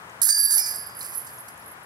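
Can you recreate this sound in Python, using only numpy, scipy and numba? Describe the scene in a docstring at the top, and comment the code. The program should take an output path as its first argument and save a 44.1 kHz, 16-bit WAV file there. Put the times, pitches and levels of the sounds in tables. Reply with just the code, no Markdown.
"""Distant traffic hums in a park, with a few faint bird chirps throughout.
Close by on the right, a flying plastic disc crashes into the hanging chains of a steel target basket
and knocks the pole; the recorder's limiter ducks under the crash. The disc drops into the wire tray,
which rings, and settles with a small clack. The chains swing on with ever lighter clinks."""
import sys
import numpy as np
from scipy import signal
from scipy.fft import rfft, irfft
from scipy.io import wavfile
from numba import njit

SR = 44100
rng = np.random.default_rng(int(sys.argv[2]) if len(sys.argv) > 2 else 0)


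def master_out(mix):
    """Clip the mix to full scale and print it as 16-bit PCM to the path in sys.argv[1]."""
    frames = np.transpose(np.atleast_2d(mix))
    ceiling = np.clip(frames, -1, 1)
    pcm = np.round(ceiling * 32767).astype(np.int16)
    wavfile.write(sys.argv[1], SR, pcm)


N = 81585
TIME_S = np.arange(N) / SR


def amp(db):
    """Decibels to gain."""
    return 10 ** (np.asarray(db) / 20)


def unit(x):
    """Scale to rms 1."""
    return x / np.sqrt(np.mean(x ** 2))


def along_hz(points):
    """Read a curve of (freq_hz, value) at every bin of the spectrum."""
    hz, value = np.array(points, float).T
    return np.interp(np.log(np.arange(N + 1) * SR / (2 * N) + 1), np.log(hz), value)


def colour(x, points):
    """Minimum-phase EQ along a curve of (freq_hz, gain_db)."""
    cepstrum = irfft(along_hz(points) * np.log(10) / 20)
    cepstrum[1:N] *= 2
    cepstrum[N + 1:] = 0
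    return irfft(rfft(x, 2 * N) * np.exp(rfft(cepstrum)))[..., :N]


def tint(x, points):
    """EQ with make-up gain, so a white sound keeps its power."""
    return colour(x, points) / np.sqrt(np.mean(amp(along_hz(points)) ** 2))


def fade(start, t60):
    """Envelope with an instant attack and an exponential decay."""
    age = TIME_S - start
    return (age >= 0) * np.exp(-np.log(1000) * np.maximum(age, 0) / t60)


def ring(modes, seconds, rise_s=.0007):
    """Decaying sines from rows of (pitch_hz, gain, t60_s), building up while the contact lasts."""
    t = np.arange(int(seconds * SR)) / SR
    rise = 1 - np.exp(-(t / rise_s) ** 2)
    partials = (g * np.sin(2 * np.pi * hz * t) * np.exp(-np.log(1000) * t / t60) for hz, g, t60 in modes)
    return rise * sum(partials)


def add(out, start, x):
    """Mix x in at a start time in seconds."""
    i = int(start * SR)
    out[i:i + len(x)] += x[:max(N - i, 0)]


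def contacts(per_s, scatter_db):
    """Random taps of uneven size, with a mean power of 1."""
    taps = (rng.random(N) < per_s / SR) * rng.choice([-1, 1], N)
    sizes = amp(scatter_db * rng.standard_normal(N))
    return unit(taps * sizes / np.sqrt(per_s))


def excite(taps, tone):
    """Every tap triggers the tone, scaled to unit energy."""
    return signal.oaconvolve(taps, tone / np.linalg.norm(tone))[:N]


# Traffic EQ on each side: freq_hz, gain_db
TRAFFIC_EQ_LEFT = [(25, -38), (50, -19), (75, -5.5), (130, -2.5), (300, -9), (550, -3), (1100, 3.5),
                   (1700, 1), (2500, -8), (4000, -19.5), (7000, -24.5), (11000, -25.5), (16000, -37)]
TRAFFIC_EQ_RIGHT = [(25, -45), (50, -12), (75, -7), (130, -2), (300, -10.5), (550, -8.5), (1100, -4.5),
                    (1700, -7), (2500, -13.5), (4000, -18.5), (7000, -22), (9200, -19), (11000, -24),
                    (16000, -33)]
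# Stereo image of the traffic: freq_hz, correlation
TRAFFIC_IMAGE = [(30, 1), (180, 1), (350, 0.98), (650, 0.57), (1200, -0.19), (2200, -0.66), (4000, -0.6),
                 (16000, 0.73)]
TRAFFIC_DB, TRAFFIC_DB_PER_S = -42.5, -0.77


def traffic():
    """Far engines hum in the centre and tyre wash leans left; the bed eases off slightly."""
    mid, side = rfft(rng.standard_normal((2, 2 * N)))
    correlation = np.clip(along_hz(TRAFFIC_IMAGE), -1, 1)
    mid, side = mid * np.sqrt(1 + correlation), side * np.sqrt(1 - correlation)
    left = (mid + side) * amp(along_hz(TRAFFIC_EQ_LEFT))
    right = (mid - side) * amp(along_hz(TRAFFIC_EQ_RIGHT))
    bed = irfft(np.array([left, right]))[:, :N]
    return unit(bed) * amp(TRAFFIC_DB + TRAFFIC_DB_PER_S * TIME_S)


# Bird chirps: start_s, length_s, from_hz, to_hz, level_db
BIRD_CHIRPS = [(0.093, 0.011, 9000, 4500, -48.5), (0.892, 0.016, 8370, 4220, -50.5),
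               (1.34, 0.0079, 9000, 5430, -58), (1.374, 0.017, 9500, 3840, -49),
               (1.573, 0.0084, 9800, 4960, -50.5), (1.597, 0.045, 3300, 6970, -58.5)]


def birds():
    """Thin, quick sine sweeps from the trees."""
    out = np.zeros(N)
    for start, length, from_hz, to_hz, db in BIRD_CHIRPS:
        hz = np.linspace(from_hz, to_hz, int(length * SR))
        add(out, start, amp(db) * np.hanning(len(hz)) * np.sin(2 * np.pi * np.cumsum(hz) / SR))
    return out


# Knocks of the disc: start_s, level_db
DISC_KNOCKS = [(0.216, -32), (0.269, -22), (0.282, -29), (.365, -24.5), (0.379, -27), (0.517, -36),
               (0.559, -33), (0.567, -29), (0.591, -26), (.611, -26), (0.738, -33.5), (1.056, -33.5)]
# Hollow tone of the plastic: freq_hz, gain_db
DISC_EQ = [(60, -36), (200, -30), (450, -21), (850, 3), (1150, -6.5), (1500, 3), (2200, -15.5),
           (4000, -15.5)]
CLACK_START_S, CLACK_BAND_HZ, CLACK_DB = 1.009, (4045, 4755), -36


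def disc():
    """Dull knocks of plastic on steel, and one brighter clack as the disc settles."""
    envelope = sum(amp(db) * fade(start, t60=0.037) for start, db in DISC_KNOCKS)
    knocks = tint(rng.standard_normal(N) * envelope, DISC_EQ)
    band = signal.butter(2, CLACK_BAND_HZ, "band", fs=SR, output="sos")
    clack = fade(CLACK_START_S, t60=0.061) * unit(signal.sosfilt(band, rng.standard_normal(N)))
    return knocks + amp(CLACK_DB) * clack


# Modes of the steel basket: pitch_hz, t60_s
BASKET_MODES = [(1675, 1.3), (1985, .6), (2326, .33), (4680, .9), (4727, .7), (4776, .75), (4878, .65),
                (5043, .68), (5286, .58), (5615, .38), (6040, .35), (6530, .32), (7106, .28), (8340, .25),
                (9045, .2), (9098, .29), (9150, .2), (9500, .3), (14655, .3)]
# Level of each mode by where the hit lands: pole_db, tray_db
BASKET_MIX = [(-24, -47), (-38, -41.5), (-42, -29.5), (-15.5, -58), (-15.5, -48), (-21.5, -27), (-26, -48),
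              (-32, -23.5), (-27, -24), (-38, -25.5), (-28, -34), (-18.5, -28.5), (-27, -38), (-35, -37),
              (-12.5, -33), (-4, -34), (-13, -29), (-21, -38), (-24, -40)]
# Hits on the basket: start_s, level_db, tray_share, tilt_db_per_octave
BASKET_HITS = [(.2885, 6.5, 0.05, 2), (.341, -31, 0.2, 20), (.507, -17.5, 0.04, 10), (.579, 0.5, 0.98, 0),
               (.658, -9.5, 0.8, -1.5), (1.01, -25, 0.84, -8.5)]
FLUTTER_DEPTH, FLUTTER_CUTOFF_HZ = .22, 45


def basket():
    """Pole and tray ring in close, beating modes; brushing chains make the high ones flutter."""
    out = np.zeros(N)
    lowpass = signal.butter(2, FLUTTER_CUTOFF_HZ, fs=SR, output="sos")
    for (hz, t60), (pole_db, tray_db) in zip(BASKET_MODES, BASKET_MIX):
        mode = np.zeros(N)
        for start, db, tray_share, tilt in BASKET_HITS:
            mode_db = pole_db + tray_share * (tray_db - pole_db)
            gain = amp(db + mode_db + tilt * np.log2(hz / 5000))
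            add(mode, start, ring([(hz, gain, t60)], N / SR - start, rise_s=.004))
        depth = FLUTTER_DEPTH * min(hz / 9000, 1) ** 2
        flutter = unit(signal.sosfilt(lowpass, rng.standard_normal(N)))
        out += mode * (1 + depth * flutter)
    return out


# Modes of a chain hook: pitch_hz, level_db, t60_s
HOOK_MODES = [(8390, -1, 0.03), (8280, -6, 0.028), (13300, -5.5, 0.032)]
# Ticks of the hooks: start_s, level_db
HOOK_HITS = [(.39, -7), (.44, -19), (0.461, -7), (.615, -26), (0.746, -18.5), (0.756, -20), (0.798, -28),
             (.992, -21.5), (1.044, -28), (1.059, -22), (1.2, -34), (1.267, -30), (1.456, -43)]


def hooks():
    """The hooks that carry the chains tick with a lower ring than the links."""
    out = np.zeros(N)
    for start, db in HOOK_HITS:
        modes = [(hz, amp(db + mode_db), t60) for hz, mode_db, t60 in HOOK_MODES]
        add(out, start, ring(modes, seconds=.1) / 2)
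    return out


# Bright, hard tone of the rattle: freq_hz, gain_db
RATTLE_EQ = [(80, -50), (300, -28), (900, -19.5), (1600, -0.5), (2600, -19), (4000, -7.5), (5600, -5.5),
             (7200, -1.5), (9000, 4.5), (11500, -7.5), (13300, -7), (15500, -3.5)]
WIRE_LOW_HZ, WIRE_HIGH_HZ, WIRE_T60_S = 4374, 15590, 0.075
CRACK_DB, WIRE_DB, BUZZ_DB, BUZZ_T60_S = -5.5, -4, -11.5, 0.16


def rattle(taps, wire_count=200):
    """Each tap cracks, briefly rings the many thin wires and sets the basket's modes buzzing."""
    crack_decay = fade(0, t60=0.02) ** 2
    crack_power = np.abs(signal.fftconvolve(taps ** 2, crack_decay / crack_decay.sum())[:N])
    spread = (np.arange(wire_count) + rng.random(wire_count)) / wire_count
    wire_hz = WIRE_LOW_HZ + (WIRE_HIGH_HZ - WIRE_LOW_HZ) * spread
    wire_modes = zip(wire_hz, rng.choice([-1, 1], wire_count), np.full(wire_count, WIRE_T60_S))
    wires = excite(taps, ring(wire_modes, seconds=.2))
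    body_modes = [(hz, amp(db), BUZZ_T60_S) for (hz, _), (db, _) in zip(BASKET_MODES, BASKET_MIX)]
    buzz = excite(taps, ring(body_modes, seconds=.2))
    crack = np.sqrt(crack_power) * rng.standard_normal(N)
    return tint(amp(CRACK_DB) * crack + amp(WIRE_DB) * wires, RATTLE_EQ) + amp(BUZZ_DB) * buzz


# Modes of a chain link: pitch_hz
LINK_PITCHES = [10910, 11040, 11740, 12720, 13200]
# Ring of each of those modes: level_db, t60_s
LINK_RING = [(-1.5, 0.064), (0, 0.095), (-2.5, 0.13), (-8.5, 0.044), (-15, 0.044)]


def link():
    """The short, high ring of one steel link; each is tuned a little differently."""
    pitches = LINK_PITCHES * (1 + .007 * rng.standard_normal(len(LINK_PITCHES)))
    return ring([(hz, amp(db), t60) for hz, (db, t60) in zip(pitches, LINK_RING)], seconds=.1)


# How hard the chains shake: time_s, level_db
CHAIN_SHAKE = [(.217, -11), (.275, -10), (.32, -15.5), (.37, -12), (.44, -8), (.49, -18), (.575, -11),
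               (0.618, -24.5), (0.719, -28.5), (.79, -35), (.845, -40.5), (0.931, -53), (.99, -35),
               (1.14, -34.5), (1.28, -43.5), (1.42, -46), (1.53, -54), (1.63, -49), (1.85, -66.5)]
# Hard, dry rattling after each impact: start_s, level_db, t60_s
RATTLE_BURSTS = [(0.216, -13, 1), (0.286, -6.5, .26), (.385, -21, 0.23), (0.505, -16, 0.5),
                 (0.578, -7, 0.079), (0.658, -20.5, 0.097), (0.758, -27, 0.025), (0.992, -35, 0.016),
                 (1.007, -32.5, 0.48), (1.121, -40.5, 0.77), (1.265, -37.5, 0.21), (1.481, -43.5, 0.052),
                 (1.62, -53, 0.18)]
# Single links that clash: start_s, level_db
LINK_CLINKS = [(0.2169, -1.5), (0.221, -3.5), (.257, -13), (0.401, 1), (0.415, -16), (.447, -15),
               (0.568, -9.5), (.582, -3), (.758, -22), (0.793, -28), (0.864, -27), (.87, -24.5),
               (0.948, -31), (.967, -28), (1.045, -33), (1.149, -21), (1.153, -17), (1.172, -18.5),
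               (1.179, -16.5), (1.192, -33), (1.2465, -28.5), (1.367, -45), (1.386, -34), (1.4024, -28),
               (1.4834, -34.5), (1.66, -35.5), (1.677, -31), (1.713, -32), (1.831, -40)]
CALM_TAPS_PER_S, BUSY_TAPS_PER_S, SHAKE_RATTLE_DB = 150, 970, -17.5
BURST_BASE_PER_S, BURST_EXTRA_PER_S = 500, 3500


def chains(link_count=20):
    """Links tap each other, faster when shaken harder; impacts add rattle and some links clash alone."""
    times, levels = np.array(CHAIN_SHAKE).T
    shake_db = np.interp(TIME_S, times, levels)
    crash_s = RATTLE_BURSTS[0][0]
    shake = amp(shake_db) * (TIME_S >= crash_s)
    tap_rate = np.interp(shake_db, [levels.min(), levels.max()], [CALM_TAPS_PER_S, BUSY_TAPS_PER_S])
    taps = shake * contacts(tap_rate, scatter_db=3)
    struck_link = rng.integers(0, link_count, N)
    out = sum(excite(taps * (struck_link == k), link()) for k in range(link_count))
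    bursts = np.sqrt(sum((amp(db) * fade(start, t60)) ** 2 for start, db, t60 in RATTLE_BURSTS))
    burst_rate = BURST_BASE_PER_S + BURST_EXTRA_PER_S * np.sqrt(bursts / bursts.max())
    burst_taps = bursts * contacts(burst_rate, scatter_db=4.5)
    out += rattle(burst_taps + amp(SHAKE_RATTLE_DB) * taps)
    for start, db in LINK_CLINKS:
        add(out, start, amp(db) * link() / 2)
    return out


# Shading of the left mic, which faces away from the basket: freq_hz, gain_db
LEFT_SHADE_EQ = [(300, -2.5), (900, -4.5), (1600, -10.5), (2400, -4.5), (4000, 0.5), (5200, 0), (7000, -10),
                 (11500, -10), (13000, -28.5), (15000, -5.5)]
LEFT_LAG_S, PARK_PREDELAY_S, PARK_T60_S, PARK_DB = .00018, 0.0027, 1, -27.5


def scene():
    """The crash reaches the right mic first and the left one shaded; the park returns a faint tail."""
    right = chains() + hooks() + basket() + disc()
    left = np.roll(colour(right, LEFT_SHADE_EQ), round(LEFT_LAG_S * SR))
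    direct = np.array([left, right])
    tail = rng.standard_normal((2, N)) * fade(PARK_PREDELAY_S, PARK_T60_S)
    reverb = signal.fftconvolve(direct, tail / np.linalg.norm(tail[0]), axes=1)[:, :N]
    return direct + amp(PARK_DB) * reverb + traffic() + birds()


@njit
def follow(x, attack, release):
    """Peak follower that rises fast and falls slowly."""
    out, level = np.empty(len(x)), 0.
    for i in range(len(x)):
        level += (x[i] - level) * (attack if x[i] > level else release)
        out[i] = level
    return out


THRESHOLD, ATTACK_S, RELEASE_S, HIGH_CUT_HZ = 0.44, 0.00021, 0.093, 15700


def record(dry):
    """A stereo-linked limiter ducks on loud peaks, followed by a steep high cut."""
    peak = follow(np.abs(dry).max(axis=0), 1 / (ATTACK_S * SR), 1 / (RELEASE_S * SR))
    limited = dry * THRESHOLD / np.maximum(peak, THRESHOLD)
    return signal.sosfilt(signal.ellip(10, .2, 80, HIGH_CUT_HZ, fs=SR, output="sos"), limited)


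dry = scene()
out = record(dry)
master_out(out)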